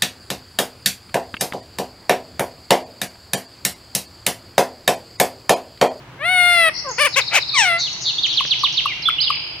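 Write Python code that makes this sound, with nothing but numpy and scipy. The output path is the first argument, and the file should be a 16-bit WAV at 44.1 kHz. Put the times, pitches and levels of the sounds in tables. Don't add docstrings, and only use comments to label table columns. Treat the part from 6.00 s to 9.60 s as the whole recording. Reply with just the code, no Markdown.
import sys
import numpy as np
from scipy import signal
from scipy.fft import rfft, irfft
from scipy.io import wavfile
from scipy.ndimage import uniform_filter1d, map_coordinates

SR = 44100
rng = np.random.default_rng(int(sys.argv[2]) if len(sys.argv) > 2 else 0)


def to_wav(sig):
    pcm = np.clip(np.atleast_2d(sig), -1, 1) * 32767
    pcm = np.round(pcm).astype(np.int16)
    wavfile.write(sys.argv[1], SR, pcm.T)


N = 158760

# (f/Hz, relative level per Hz/dB)
FLOOR_SPECTRUM = [(25, -22), (58, -1.5), (85, -8), (130, 3.5), (240, -13), (320, -5), (480, -14), (900, -8),
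                  (3000, -19), (6000, -32), (9000, -40), (15500, -42)]
# (f/Hz, t60/s)
ROOM_T60 = [(300, 3.5), (1200, 0.34), (2400, 2.28), (3600, 0.77), (5200, 1.47), (7500, 1.36), (12000, 0.14)]
# (f/Hz, gain/dB)
ROOM_COLOUR = [(1500, -3.5), (5000, 3), (7000, 2), (10000, 5.5)]
# (t/s, level before the band filter/dB, lowest f/Hz, highest f/Hz, decay/s)
TICKS = [(1.05, -11, 10940, 16100, .0005), (1.355, -14, 5930, 16000, .0003),
         (2.4512, -2.5, 149, 2000, 0.00076), (2.833, -42, 8940, 14000, .001)]

# (t from its start/s, f/Hz, level relative to its CHIRPS row/dB)
CHIRP = [(0, 3816, -29), (.004, 4390, -11), (.008, 4845, -16.5), (.011, 4374, -4), (.0135, 3933, -1.5),
         (.022, 3380, -1.5), (.033, 2950, -4), (.039, 2603, -10.5), (.046, 1820, -20.5)]
# (t/s, level/dB, L-R/dB)
CHIRPS = [(2.224, -13.5, -5), (2.362, -13, -5.5), (2.498, -12.5, -4.5), (2.629, -13, -6.5),
          (2.762, -14, -5.5)]
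# (t from its start/s, f/Hz, level relative to TWEET_DB/dB)
TWEET = [(0, 3910, -22), (.005, 5320, -12), (.008, 3726, -14), (.014, 5252, -11), (.020, 4150, -3),
         (.026, 3783, -5), (.033, 3570, -18)]
TWEETS = [1.122, 1.196, 1.264, 1.337, 1.407, 1.475, 1.55]
# (t from its start/s, f/Hz, level relative to ZIGZAG_DB/dB)
ZIGZAG = [(0, 4130, -9), (.004, 6320, -3), (.009, 4180, -8.5), (.016, 6336, -7.5), (.021, 4040, 1),
          (.026, 5370, -6.5), (.035, 5570, -9)]
ZIGZAGS = [2.326, 2.458, 2.589, 2.723]
# (t from its start/s, f/Hz, level relative to its FALLS row/dB)
FALL = [(0, 3213, -13), (.007, 2690, 0.5), (.016, 2100, -4.5)]
# (t/s, level/dB, L-R/dB)
FALLS = [(3.296, -27, -2), (3.315, -24, -2), (3.335, -26, -2), (3.358, -27.5, -2)]
# (t/s, length/s, start f/Hz, middle f/Hz, end f/Hz, mean rate/Hz, mean depth/Hz, level/dB, L-R/dB)
TRILLS = [ (.47, .17, 4900, 5000, 4900, 86, 550, -39, 8),
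          (0.7273, 0.095, 4950, 5010, 4970, 86.5, 687, -30, 11.5),
          (0.96, 0.09, 4900, 4855, 4975, 85.9, 600, -29, 8),
          (1.507, 0.061, 4050, 4140, 4160, 117, 415, -24, -1.5),
          (1.77, 0.1, 4300, 4150, 3947, 150.3, 380, -22, -1.5),
          (1.783, 0.059, 6400, 5920, 4330, 159.2, 550, -29.5, 6),
          (2.002, 0.051, 5900, 5900, 4980, 169, 900, -29.5, 6),
          (2.04, 0.0734, 4400, 4034, 3925, 158.6, 462, -19, 0),
          (2.255, 0.031, 6400, 6100, 4770, 170, 600, -34.5, 9),
          (2.278, 0.073, 4400, 3783, 2894, 149.5, 350, -24.5, 9.5),
          (3.2227, 0.037, 4350, 4193, 4210, 76.1, 706, -20, -4)]
# (t/s, length/s, start f/Hz, middle f/Hz, end f/Hz, level/dB, L-R/dB)
SLURS = [ (0.885, .016, 7380, 6650, 6500, -40.5, 17), (0.909, 0.015, 6280, 6517, 7020, -28.5, 5),
         (1.852, 0.039, 3940, 3220, 2470, -28.5, 5), (1.928, 0.013, 6600, 5930, 5400, -31, 6),
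         (2.073, 0.046, 3550, 3080, 2530, -30, 10), (2.181, 0.019, 3100, 3580, 3780, -18, -2.5),
         (2.865, 0.021, 2794, 2785, 3030, -22.5, -6), (2.88, 0.056, 2490, 2280, 1820, -27.5, -3),
         (3.02, .033, 5980, 4150, 4430, -29, -6), (3.052, 0.04, 3270, 3466, 2920, -15, -4),
         (3.091, 0.016, 3410, 2560, 1770, -23.5, -2), (3.183, .018, 2600, 3033, 2940, -18, -6),
         (3.2, .033, 3700, 4850, 4900, -18, -7), (3.269, .017, 3480, 3172, 2580, -17.5, -3)]

# (t/s, f/Hz, level before VOICE_DB/dB)
WAIL = [(.17, 506, -60), (.21, 560.3, -30), (.26, 691.7, -18), (.31, 740.5, -16.5), (.42, 711.4, -13.5),
        (.53, 702, -13), (.686, 641, -14), (.7, 571, -26.5)]
# (t/s, f/Hz, level before VOICE_DB/dB)
MUTTER = [(.843, 596, -41), (.855, 589, -33), (.875, 525.7, -28.5), (.897, 518, -26.5), (.92, 436, -33.5),
          (.935, 410, -43)]
# (t/s, f/Hz, level before VOICE_DB/dB)
SQUAWKS = [
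    [(.977, 439, -48), (.984, 463, -19.5), (1.007, 590.7, -15), (1.02, 600, -12.5), (1.042, 558, -16.5),
     (1.057, 608, -13), (1.074, 501, -17.5), (1.082, 445, -24.5)],
    [(1.158, 459, -26), (1.166, 517, -15), (1.182, 577, -12.5), (1.195, 502, -14.5), (1.21, 381, -24)],
    [(1.308, 619, -36), (1.33, 688, -20), (1.345, 741.5, -15.5), (1.357, 830, -11.5), (1.369, 697, -12),
     (1.383, 544.6, -14.5), (1.393, 434, -20.5)],
]
# (t/s, f/Hz, level before VOICE_DB/dB)
CRY = [(1.533, 1285, -41), (1.545, 1215, -22), (1.59, 965, -11.5), (1.623, 828, -14.5), (1.655, 739, -16.5),
       (1.705, 684, -16.5), (1.765, 674.4, -19.5), (1.81, 722, -37)]
# (t/s, roughness 0-1)
ROUGH = [(.62, .055), (.69, .13), (1.02, .06), (1.075, .14), (1.18, .1), (1.335, .85), (1.368, .24),
         (1.54, .06), (1.625, .16), (1.7, .11)]
# (f/Hz, relative gain/dB)
WAIL_THROAT = [(300, -7.5), (700, -8.5), (1400, -6.5), (2100, 1.5), (2750, -8), (3500, -10.5),
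               (4250, -15.5), (5100, -29), (7300, -40), (9300, -11), (10500, -28), (11800, -26.5),
               (13600, -49), (15300, -36.5)]
MUTTER_THROAT = [(300, -13), (530, -9), (1080, -4), (2200, -27), (3200, -55)]
SQUAWK_THROAT = [(300, -15), (570, -14.5), (1150, -11.5), (1750, -10), (2350, -4.5), (3000, -10),
                 (4000, -23), (7800, -29.5), (9300, -13), (10600, -31), (12000, -30), (13600, -56.5),
                 (15300, -42)]
SCREECH_THROAT = [(400, -18.5), (600, -13.5), (1150, -10), (1700, -12.5), (2400, -0.5), (3000, -8),
                  (4200, -22), (5900, -14.5), (8000, -20.5), (9200, -30), (11300, -23.5), (13300, -42.5),
                  (15300, -36)]
CRY_THROAT = [(400, -39.5), (700, -6.5), (1400, -12), (2050, -1.5), (2800, -4.5), (3500, -9), (4600, -23),
              (5700, -4.5), (6700, -17.5), (8000, -10.5), (8900, -33), (12000, -39), (15300, -48)]
# (t/s, L-R/dB)
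HEAD = [(.55, 4), (.67, 4), (.88, 3.5), (1.18, 5), (1.36, 3.5), (1.59, 4), (1.66, 4)]
# (f/Hz, L-R/dB)
BEAM = [(2500, 0.5), (6000, 2.5), (9200, 5), (15000, 10.5)]
# (t of centre/s, f at centre/Hz, level/dB)
PIPS = [(2.410, 1080, -16.5), (2.639, 1097, -12.5), (2.860, 1156, -12.5), (3.089, 1317, -10),
        (3.306, 1160, -12)]
# (f/Hz, relative gain/dB)
PUFF = [(8500, -11), (11000, 0.5), (13500, -20.5)]

FLOOR_DB, FLOOR_WIDE_HZ = -42, 3000
VOICE_ROOM_DB, SONG_ROOM_DB, ROOM_BUILD_S = -22, -2.5, 0.014
NEAR_T60_S, VOICE_NEAR_DB, SONG_NEAR_DB = 0.16, -10, -5.5
TOP_HZ = 15900
TWEET_DB, TWEET_PAN_DB, ZIGZAG_DB, SONG_DB = -19, 9, -26, 0
NOTE_ATTACK, NOTE_RELEASE, TRILL_ATTACK = 0.16, 0.21, 0.36
SONG_WOBBLE = 0.013
TRILL_UNEVEN, DOWNSTROKE_DB = .13, 2.5
JITTER, SHIMMER, JITTER_HZ = 0.13, 0.68, 600
RASP_DB, RASP_RISE_HZ = -4, 2000
PULSE_SPREAD = .25
BRIGHT_HZ, BRIGHTNESS = 3000, 1.38
CHEST_HZ = 230
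BEAK_CLOSES_S, BEAK_CLOSING_S = 1.62, 0.08
THROAT_FOLLOW = 0.11
VOICE_DB, LEAD_S = 0.3, .000036
PIP_WIDTH_S, PIP_SAG_PER_S, PIP_PAN_DB = 0.0027, 16.9, 4
PUFF_DB, PUFF_WIDTH_S = -24, .0045


def undb(db):
    return 10 ** (np.asarray(db) / 20)


def unit(x):
    return x / np.sqrt(np.mean(x ** 2) + 1e-20)


def curve(t, rows, order=1):
    rows = np.array(rows, float)
    return np.interp(t, rows[:, 0], rows[:, order])


def over_hz(f, points):
    p = np.array(points, float)
    return np.interp(np.log(f + 1), np.log(p[:, 0]), p[:, 1])


def butter(x, order, hz, kind="low"):
    return signal.sosfilt(signal.butter(order, hz, kind, fs=SR, output="sos"), x)


def colour(x, points):
    size = 2 * len(x)
    cepstrum = irfft(np.log(undb(over_hz(np.fft.rfftfreq(size, 1 / SR), points))))
    cepstrum[1:size // 2] *= 2
    cepstrum[size // 2 + 1:] = 0
    return irfft(rfft(x, size) * np.exp(rfft(cepstrum)))[:len(x)]


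def moving_colour(x, points, shift):
    clock = np.cumsum(shift)
    source_index = np.interp(np.arange(int(clock[-1])), clock, np.arange(len(x)))
    warped = map_coordinates(x, [source_index])
    return map_coordinates(colour(warped, points), [clock])


def wobble(size, hz):
    return unit(butter(rng.standard_normal(size), 2, hz))


def span(start, end):
    return np.arange(int(start * SR), int(end * SR)) / SR


def add(out, t, x, pan_db=0):
    i = int(round(t[0] * SR))
    x = x * np.clip(np.minimum(t - t[0], t[-1] - t) / .001, 0, 1)
    out[:, i:i + len(t)] += np.array([x * undb(pan_db / 2), x * undb(-pan_db / 2)])


def floor():
    mid, side = (unit(colour(rng.standard_normal(N), FLOOR_SPECTRUM)) for _ in range(2))
    side = 0.098 * side + butter(side, 1, FLOOR_WIDE_HZ, "high")
    return undb(FLOOR_DB) * np.array([mid + side, mid - side])


def room(x, far_db, near_db):
    t = span(0, 1.4)
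    f = np.fft.rfftfreq(len(t), 1 / SR)
    out = []
    for channel in x:
        noise = rfft(rng.standard_normal(len(t))) * undb(over_hz(f, ROOM_COLOUR))
        tail = 0
        for hz, t60 in ROOM_T60:
            band = over_hz(f, [(h, float(h == hz)) for h, _ in ROOM_T60])
            tail = tail + irfft(noise * band, len(t)) * np.exp(-np.log(1000) * t / t60)
        tail = tail * (1 - np.exp(-t / ROOM_BUILD_S)) * np.sqrt(2 * np.log(1000) / SR)
        near = rng.standard_normal(len(t)) * np.exp(-np.log(1000) * t / NEAR_T60_S) * (t > .001)
        echoes = undb(far_db) * tail + undb(near_db) * near / np.linalg.norm(near)
        out.append(channel + signal.fftconvolve(x.mean(axis=0), echoes)[:N])
    return np.array(out)


def cage():
    out = np.zeros((2, N))
    for at, db, low_hz, high_hz, decay_s in TICKS:
        age = np.arange(N) / SR - at
        burst = rng.standard_normal(N) * np.exp(-np.abs(age) / decay_s) * (age > 0)
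        out += undb(db) * butter(burst, 4, [low_hz, high_hz], "band")
    return out


def whistle(hz):
    phase = 2 * np.pi * np.cumsum(hz * (1 + SONG_WOBBLE * wobble(len(hz), 400))) / SR
    return np.sqrt(2) * np.sin(phase)


def stock_syllables(out):
    tweets = [(at, TWEET_DB, TWEET_PAN_DB) for at in TWEETS]
    zigzags = [(at, ZIGZAG_DB, 0) for at in ZIGZAGS]
    for shape, rows in ((CHIRP, CHIRPS), (TWEET, tweets), (ZIGZAG, zigzags), (FALL, FALLS)):
        for at, db, pan_db in rows:
            t = span(at, at + shape[-1][0])
            level_db = db + curve(t - at, shape, order=2)
            add(out, t, whistle(curve(t - at, shape)) * undb(level_db), pan_db)


def trills_and_slurs(out):
    slurs = [(*row[:-2], 0, 0, *row[-2:]) for row in SLURS]
    for at, length, start, middle, end, rate, depth, db, pan_db in TRILLS + slurs:
        t = span(at, at + length)
        u = np.linspace(0, 1, len(t))
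        hz = np.polyval(np.polyfit([0, .5, 1], [start, middle, end], 2), u)
        attack = TRILL_ATTACK if depth else NOTE_ATTACK
        swell = np.clip(np.minimum(u / attack, (1 - u) / NOTE_RELEASE), 0, 1)
        if depth:
            turn = 2 * np.pi * np.cumsum(rate * (1 + TRILL_UNEVEN * wobble(len(t), rate))) / SR
            hz = hz + depth * np.sin(turn) * (1 + TRILL_UNEVEN * wobble(len(t), rate))
            swell = swell * unit(undb(-DOWNSTROKE_DB * np.cos(turn)))
        add(out, t, whistle(hz) * swell * undb(db), pan_db)


def songbird():
    out = np.zeros((2, N))
    stock_syllables(out)
    trills_and_slurs(out)
    return out * undb(SONG_DB)


def pulses(hz):
    phase = 2 * np.pi * np.cumsum(hz) / SR
    return sum(np.cos(k * phase - PULSE_SPREAD * k * k) * (k * hz < SR / 2) for k in range(1, 41))


def voice_source(pitch, rough):
    size = len(pitch)
    hz = pitch * (1 + JITTER * rough * wobble(size, JITTER_HZ))
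    voiced = unit(pulses(hz)) * (1 + SHIMMER * rough * wobble(size, JITTER_HZ))
    air = rng.standard_normal(size) * (1 + np.cos(2 * np.pi * np.cumsum(hz) / SR))
    hiss = np.gradient(air) * SR / (2 * np.pi * RASP_RISE_HZ)
    air = air + hiss * (1 - np.minimum(rough, 1)) ** 2 * 2
    return voiced + undb(RASP_DB) * rough * air


def call(out, rows, throat):
    t = span(rows[0][0], rows[-1][0])
    pitch, db = curve(t, rows), curve(t, rows, order=2)
    source = voice_source(pitch, curve(t, ROUGH))
    shift = (pitch / np.average(pitch, weights=undb(db))) ** THROAT_FOLLOW
    closed = np.clip((t - BEAK_CLOSES_S) / BEAK_CLOSING_S, 0, 1)
    open_voice = moving_colour(source, throat, shift)
    nasal_voice = moving_colour(source, WAIL_THROAT, shift)
    x = butter((1 - closed) * open_voice + closed * nasal_voice, 2, CHEST_HZ, "high")
    low = signal.sosfiltfilt(signal.butter(2, BRIGHT_HZ, fs=SR, output="sos"), x)
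    x = low + (x - low) * undb(BRIGHTNESS * (db - db.max()))
    x = x / np.sqrt(uniform_filter1d(x ** 2, size=500) + 1e-12)
    add(out, t, x * undb(db + VOICE_DB), curve(t, HEAD))


def pips(out):
    for at, hz, db in PIPS:
        t = span(at - .02, at + .02)
        tone = whistle(hz * (1 - PIP_SAG_PER_S * (t - at))) * np.exp(-((t - at) / PIP_WIDTH_S) ** 2)
        puff = unit(colour(rng.standard_normal(len(t)), PUFF)) * np.exp(-np.abs(t - at) / PUFF_WIDTH_S)
        add(out, t, (tone + undb(PUFF_DB) * puff) * undb(db), PIP_PAN_DB)


def parakeet():
    out = np.zeros((2, N))
    call(out, WAIL, WAIL_THROAT)
    call(out, MUTTER, MUTTER_THROAT)
    for rows, throat in zip(SQUAWKS, (SQUAWK_THROAT, SCREECH_THROAT, SCREECH_THROAT)):
        call(out, rows, throat)
    call(out, CRY, CRY_THROAT)
    pips(out)
    left = colour(out[0], [(f, db / 2) for f, db in BEAM])
    right = colour(out[1], [(f, -db / 2) for f, db in BEAM])
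    return np.array([left, map_coordinates(right, [np.arange(N) - LEAD_S * SR])])


def scene():
    far = room(songbird(), SONG_ROOM_DB, SONG_NEAR_DB)
    near = room(parakeet() + cage(), VOICE_ROOM_DB, VOICE_NEAR_DB)
    return floor() + far + near


def record(dry):
    steep = signal.ellip(10, .1, 80, TOP_HZ, fs=SR, output="sos")
    return signal.sosfilt(steep, np.clip(dry, -1, 1))


dry = scene()
out = record(dry)
to_wav(out)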